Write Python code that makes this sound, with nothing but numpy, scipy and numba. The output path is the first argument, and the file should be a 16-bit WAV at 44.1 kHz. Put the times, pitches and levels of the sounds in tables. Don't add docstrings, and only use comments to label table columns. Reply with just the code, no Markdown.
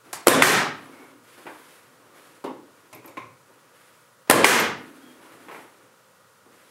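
import sys
import numpy as np
from scipy import signal
from scipy.fft import rfft, irfft, next_fast_len
from scipy.io import wavfile
from scipy.ndimage import map_coordinates
from numba import njit

SR = 44100
rng = np.random.default_rng(int(sys.argv[2]) if len(sys.argv) > 2 else 0)


def wav_out(sig):
    wavfile.write(sys.argv[1], SR, np.round(np.clip(np.atleast_2d(sig).T, -1, 1) * 32767).astype(np.int16))


N = 295734


def amp(db):
    return 10 ** (np.asarray(db) / 20)


def unit(x):
    return x / np.sqrt(np.mean(x ** 2) + 1e-20)


def along(points, hz):
    f, v = np.transpose(points)
    return np.interp(np.log(hz + 1), np.log(f + 1), v)


def wobble(rate):
    knots = rng.standard_normal(int(N * rate / SR) + 4)
    return map_coordinates(knots, [np.arange(N) * rate / SR])


def noise(spectrum, size):
    m = next_fast_len(size + 8192)
    gain = amp(along(spectrum, np.fft.rfftfreq(m, 1 / SR)))
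    shaped = irfft(rfft(rng.standard_normal(m)) * gain, m)
    return unit(shaped[:size])


def fade(t60):
    return amp(-60 * np.arange(SR // 2) / SR / t60)


def burst(spectrum, rise, t60):
    t = np.arange(SR // 2) / SR
    onset = 1 - np.exp(-t / rise)
    return noise(spectrum, size=len(t)) * fade(t60) * onset


def ring(modes, scatter_db):
    t = np.arange(SR // 2) / SR
    total = np.zeros(len(t))
    for hz, db, t60 in modes:
        strength = amp(db + scatter_db * rng.standard_normal()) * rng.choice([-1, 1])
        total += strength * fade(t60) * np.sin(2 * np.pi * hz * t)
    return total / np.sqrt(len(modes))


def stroke(start, length, rise, stop):
    t = np.maximum(np.arange(N) / SR - start, 0)
    return (1 - np.exp(-(t / rise) ** 2)) * np.exp(-np.maximum(t - length, 0) / stop)


def add(track, s, sound):
    part = track[max(round(s * SR), 0):][:len(sound)]
    part += sound[:len(part)]


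# t/s, level/dB
VALVE = [(0.2641, -25.5), (4.272, -45), (4.294, -24.5)]
# t/s, level/dB, steel crack level/dB
BLOWS = [(0.2705, -2, 0.5), (0.2812, 2, 7), (4.2985, -5, 3), (4.31, 0, 4.5)]
# t/s, clack level/dB, exhaust level/dB
RETURNS = [(.4218, 14.5, -0.5), (4.444, 15.5, -0.5)]
# f/Hz, level/dB
PUFF = [(100, -13.5), (600, 2), (1200, 1), (2200, -10), (4000, -13.5), (15000, -26.5)]


def nailer():
    out = np.zeros(N)
    for s, db in VALVE:
        add(out, s, workshop(lambda: amp(db) * burst(PUFF, rise=0.0021, t60=0.088), wet_db=1.5))
    for s, db, crack_db in BLOWS:
        add(out, s, workshop(lambda: amp(db + 6.5) * blow(crack_db), wet_db=0.5, count=6))
    for s, clack_db, air_db in RETURNS:
        add(out, s, workshop(lambda: piston_return(clack_db, air_db), wet_db=2.5, count=4))
    return out


# f/Hz, level/dB
CRACK = [(100, -16), (500, 4), (1700, 8), (3000, 0.5), (6000, -6), (9000, 1.5), (13000, -3), (16000, -13.5)]
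# f/Hz, level/dB, t60/s
WOOD = [(155, -20.5, 0.13), (232, -9.5, .16), (264.8, -6.5, 0.21), (342, 2, 0.077), (433, 0.5, 0.059),
        (475, -1, 0.049), (537, -1, 0.092), (605, -7.5, 0.048), (756, -8.5, 0.04), (836, -9, 0.045),
        (1030.4, -2.5, 0.13), (1143, -2, 0.066)]


def blow(crack_db):
    crack = amp(crack_db) * burst(CRACK, rise=0.0014, t60=0.024)
    thump = amp(-0.5) * ring([(550, 0.02, 0.014)], scatter_db=0.5)
    frame = amp(-2) * ring(WOOD, scatter_db=2.5)
    return crack + thump + frame


# f/Hz, level/dB
SNAP = [(100, -9.5), (450, 4), (800, -5), (1250, 2), (2000, 5), (3200, -9), (6000, -14.5), (9000, -9.5),
        (15000, -27)]
# f/Hz, level/dB, t60/s
HOUSING = [(360, -1, 0.038), (514, -4, .025), (1250, -2.5, 0.037), (1540, -10.5, 0.048), (1950, -5, 0.055),
           (2131, -4, 0.032), (2260, -3.5, .045), (2436, -4.5, 0.05), (2770, -3, 0.013), (3230, -5, .025)]
# f/Hz, level/dB
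EXHAUST = [(80, -15.5), (150, -8.5), (500, -4.5), (900, 4.5), (2100, 0), (3200, -2), (4500, -5.5),
           (6500, -4), (9500, -4.5), (13000, -8), (16000, -16.5)]


def piston_return(clack_db, air_db):
    clack = burst(SNAP, rise=0.0022, t60=0.025) + amp(-10) * ring(HOUSING, scatter_db=1)
    jolt = amp(-17.5) * ring([(429, 0.0027, 0.022)], scatter_db=2.5)
    exhaust = amp(air_db) * burst(EXHAUST, rise=0.01, t60=0.25)
    return amp(clack_db) * (clack + jolt) + exhaust


# t/s, wood thud level/dB, dry clack level/dB
KNOCKS = [(1.377, -36, -39), (1.454, -29, -34.5), (1.466, -28.5, -21.5), (3.497, -41, -51.5),
          (5.483, -35, -25), (5.511, -38, -25), (5.545, -42, -27), (6.458, -39.5, -53)]
# t/s, wood thud level/dB, dry clack level/dB, tip spring level/dB, metal tick level/dB
NOSE_TOUCHES = [(0.129, -35, -18.5, -29, -19), (2.44, -12.5, -31.5, -40, -41),
                (2.457, -23.5, -45, -45, -52), (2.928, -27, -36, -28, -37.5),
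                (3.044, -31.5, -35.5, -46, -47.5), (3.076, -31.5, -44, -34.5, -42),
                (3.17, -26, -26, -22.5, -44.5)]
# t/s, level/dB
TINKS = [(2.947, -32.5), (3.058, -33), (4.597, -10.5)]
# f/Hz, level/dB
STEEL = [(4000, -26.5), (9000, -21.5), (12200, -8.5), (12900, 3.5), (13600, -19), (16000, -17)]
TIP_HOME_S = 3.17


def handling():
    out = np.zeros(N)
    for s, *levels in KNOCKS:
        add(out, s, workshop(lambda: knock(*levels), wet_db=0.5, count=3))
    for s, *levels in NOSE_TOUCHES:
        add(out, s, workshop(lambda: nose_touch(*levels), wet_db=-0.5, count=3))
    add(out, TIP_HOME_S, workshop(tip_home, wet_db=0.5, count=3))
    for s, db in TINKS:
        add(out, s, workshop(lambda: amp(db - 6) * burst(STEEL, rise=0.001, t60=0.028), wet_db=-4.5))
    return out


# f/Hz, level/dB
THUD = [(90, -18), (180, -30), (250, 3.5), (350, 3.5), (450, -1), (560, 0), (700, -10.5), (860, -2.5),
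        (1080, -3.5), (1350, -21), (3000, -23), (8000, -43.5)]
# f/Hz, level/dB
CLACK = [(100, -16), (400, -4), (850, 7.5), (1300, 4.5), (2300, 0.5), (3500, -14.5), (7000, -31),
         (15000, -25.5)]
KNOCK_RISE_S = 0.003


def knock(thud_db, clack_db):
    wood = burst(THUD, rise=KNOCK_RISE_S, t60=0.07) + amp(-7.5) * ring(WOOD, scatter_db=3.5)
    clack = amp(clack_db - 2.5) * burst(CLACK, rise=KNOCK_RISE_S, t60=0.027)
    return amp(thud_db - 8) * wood + clack


# f/Hz, level/dB
SPRING = [(300, -15), (1600, -10.5), (2150, 5.5), (2600, 0), (3100, -15), (3750, -7), (4800, -23.5),
          (6000, -18), (8000, -28), (15000, -33.5)]
# f/Hz, level/dB
BENCH = [(60, -13), (110, 2), (170, -9), (280, -28), (800, -49)]
# f/Hz, level/dB
TICK = [(500, -15.5), (2000, -4.5), (4000, -0.5), (7000, 2.5), (11000, 2.5), (16000, -11)]


def nose_touch(thud_db, clack_db, spring_db, tick_db):
    spring = amp(-5) * burst(SPRING, rise=0.0024, t60=0.05)
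    bump = amp(-11) * burst(BENCH, rise=0.0088, t60=0.12)
    tick = amp(tick_db - 7) * burst(TICK, rise=0.001, t60=0.049)
    return knock(thud_db, clack_db) + amp(spring_db - 6) * (spring + bump) + tick


# f/Hz, level/dB, t60/s
TIP = [(1034, -0.5, 0.1), (1084, 1, .08), (2200, -12, .035), (2420, -12, .035)]


def tip_home():
    swell = 1 - fade(0.03)
    return amp(-25.5) * swell * ring(TIP, scatter_db=2.5)


# start t/s, length t/s, starting level/dB
PUSHES = [(0.735, 0.49, -50), (4.737, .42, -46.5), (5.294, .16, -56.5)]
# start t/s, length t/s, pitch f/Hz, level/dB
SQUEAKS = [(.88, .15, 2183, -63), (4.998, .06, 3290, -62)]
# f/Hz, level/dB
JUDDER = [(60, -59), (150, -33), (215, -32), (245, 1), (300, -1.5), (345, -8), (450, -32), (1000, -44.5)]
PUSH_RISE_S, PUSH_STOP_S, PUSH_EASE_DB_PER_S = 0.04, 0.046, 17.5


def stick_slip():
    t = np.arange(N) / SR
    force = np.zeros(N)
    for s, length, db in PUSHES:
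        easing = amp(db - PUSH_EASE_DB_PER_S * np.maximum(t - s, 0))
        force += easing * stroke(s, length, PUSH_RISE_S, PUSH_STOP_S)
    out = force * amp(wobble(12)) * noise(JUDDER, size=N)
    for s, length, hz, db in SQUEAKS:
        add(out, 0, workshop(lambda: amp(db) * squeak(s, length, hz), wet_db=4, count=1))
    return out


def squeak(s, length, hz):
    waver = 0.022 * wobble(150)
    phase = 2 * np.pi * np.cumsum(hz * (1 + waver)) / SR
    return stroke(s, length, rise=0.031, stop=0.03) * np.sin(phase)


# start t/s, length t/s, sleeve rustle level/dB, frame scrape level/dB
MOVES = [(0.01, 0.23, -58, -54.5), (0.716, 0.34, -58, -50.5), (1.212, 0.55, -54.5, -59),
         (1.804, 0.4, -69, -59.5), (2.102, 0.22, -56.5, -57), (2.63, 0.34, -64.5, -63),
         (3.393, 0.33, -69, -64.5), (3.697, 0.26, -60, -65.5), (4.745, 0.44, -59, -56),
         (5.177, .29, -57, -51.5), (5.47, 0.096, -51.5, -45.5), (5.662, 0.18, -68, -60.5),
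         (6.47, 0.36, -60.5, -60.5)]
# f/Hz, level/dB
SCRAPE = [(70, -28), (130, -9), (220, -6), (295, 4), (400, 2), (700, -5), (1200, -4.5), (2300, -13.5),
          (4000, -26.5), (10000, -45.5)]
# f/Hz, level/dB
CLOTH = [(50, -43.5), (300, -15.5), (1500, 7.5), (3000, 1.5), (6000, -6.5), (11000, -2), (14000, -10.5),
         (16000, -13)]
MOVE_RISE_S, MOVE_STOP_S = 0.041, 0.11
FIDGET_DB = -71.5


def rubbing():
    speed = np.array([stroke(s, length, MOVE_RISE_S, MOVE_STOP_S) for s, length, _, _ in MOVES])
    _, _, sleeve_db, scrape_db = np.transpose(MOVES)
    sleeve = np.sqrt(amp(sleeve_db) ** 2 @ speed ** 2 + amp(FIDGET_DB) ** 2)
    scrape = np.sqrt(amp(scrape_db) ** 2 @ speed ** 2)
    grip_db = 1.3 * wobble(35)
    folds_db = 1.1 * wobble(49)
    dragging = scrape * amp(grip_db) * noise(SCRAPE, size=N)
    rustling = sleeve * amp(folds_db) * noise(CLOTH, size=N)
    return dragging + rustling


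# f/Hz, level/dB
AIR = [(25, -54), (55, -33), (80, -15), (110, 0), (250, -5.5), (350, -9), (520, 4), (700, -9), (1250, -0.5),
       (2000, -12), (4000, -15.5), (9000, -16), (13000, -20.5), (16000, -22.5)]
# f/Hz, level/dB
FAN = [(123.8, -83), (958.2, -75), (1287, -76.5), (1437, -72.5), (1916, -78)]


def background():
    t = np.arange(N) / SR
    lines = np.zeros(N)
    for hz, db in FAN:
        lines += amp(db + 4) * np.sin(2 * np.pi * hz * t + 0.87 * wobble(2.4))
    return amp(-58) * noise(AIR, size=N) + lines


def workshop(source, wet_db, count=2):
    reflected = sum(signal.fftconvolve(source(), room_tail()) for _ in range(count))
    out = amp(wet_db) * reflected / np.sqrt(count)
    add(out, 0, source())
    return signal.sosfilt(signal.butter(5, 115, "high", fs=SR, output="sos"), out)


# f/Hz, t60/s
ROOM = [(100, 0.74), (300, 0.46), (1000, 0.47), (2500, 0.43), (5000, 0.39), (9000, 0.25), (15000, 0.17)]


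def room_tail(build=0.0015):
    hz, t, z = signal.stft(rng.standard_normal(2 * SR // 3), SR, nperseg=256)
    decay = amp(-60 * t / along(ROOM, hz)[:, None])
    tail = signal.istft(z * decay, SR, nperseg=256)[1]
    tail *= 1 - np.exp(-np.arange(len(tail)) / SR / build)
    return tail / np.linalg.norm(tail)


def scene():
    return (nailer() + handling() + stick_slip() + rubbing() + background())[None]


@njit
def follow(size, attack, release):
    out, level = np.zeros(len(size)), 0.
    for i in range(len(size)):
        level += (size[i] - level) / (attack if size[i] > level else release)
        out[i] = level
    return out


def gain_control(x, limit_db, attack, release, knee):
    level = follow(np.abs(x), max(attack * SR, 1), max(release * SR, 1))
    return x / (1 + (level / amp(limit_db)) ** knee) ** (1 / knee)


TOP_HZ = 15750


def record(dry):
    held = gain_control(dry[0], limit_db=-16, attack=0.0056, release=0.015, knee=2.5)
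    clipped = held / (1 + held ** 6) ** (1 / 6)
    m = next_fast_len(N + SR // 2)
    passband = np.fft.rfftfreq(m, 1 / SR) < TOP_HZ
    return irfft(rfft(clipped, m) * passband, m)[None, :N]


dry = scene()
out = record(dry)
wav_out(out)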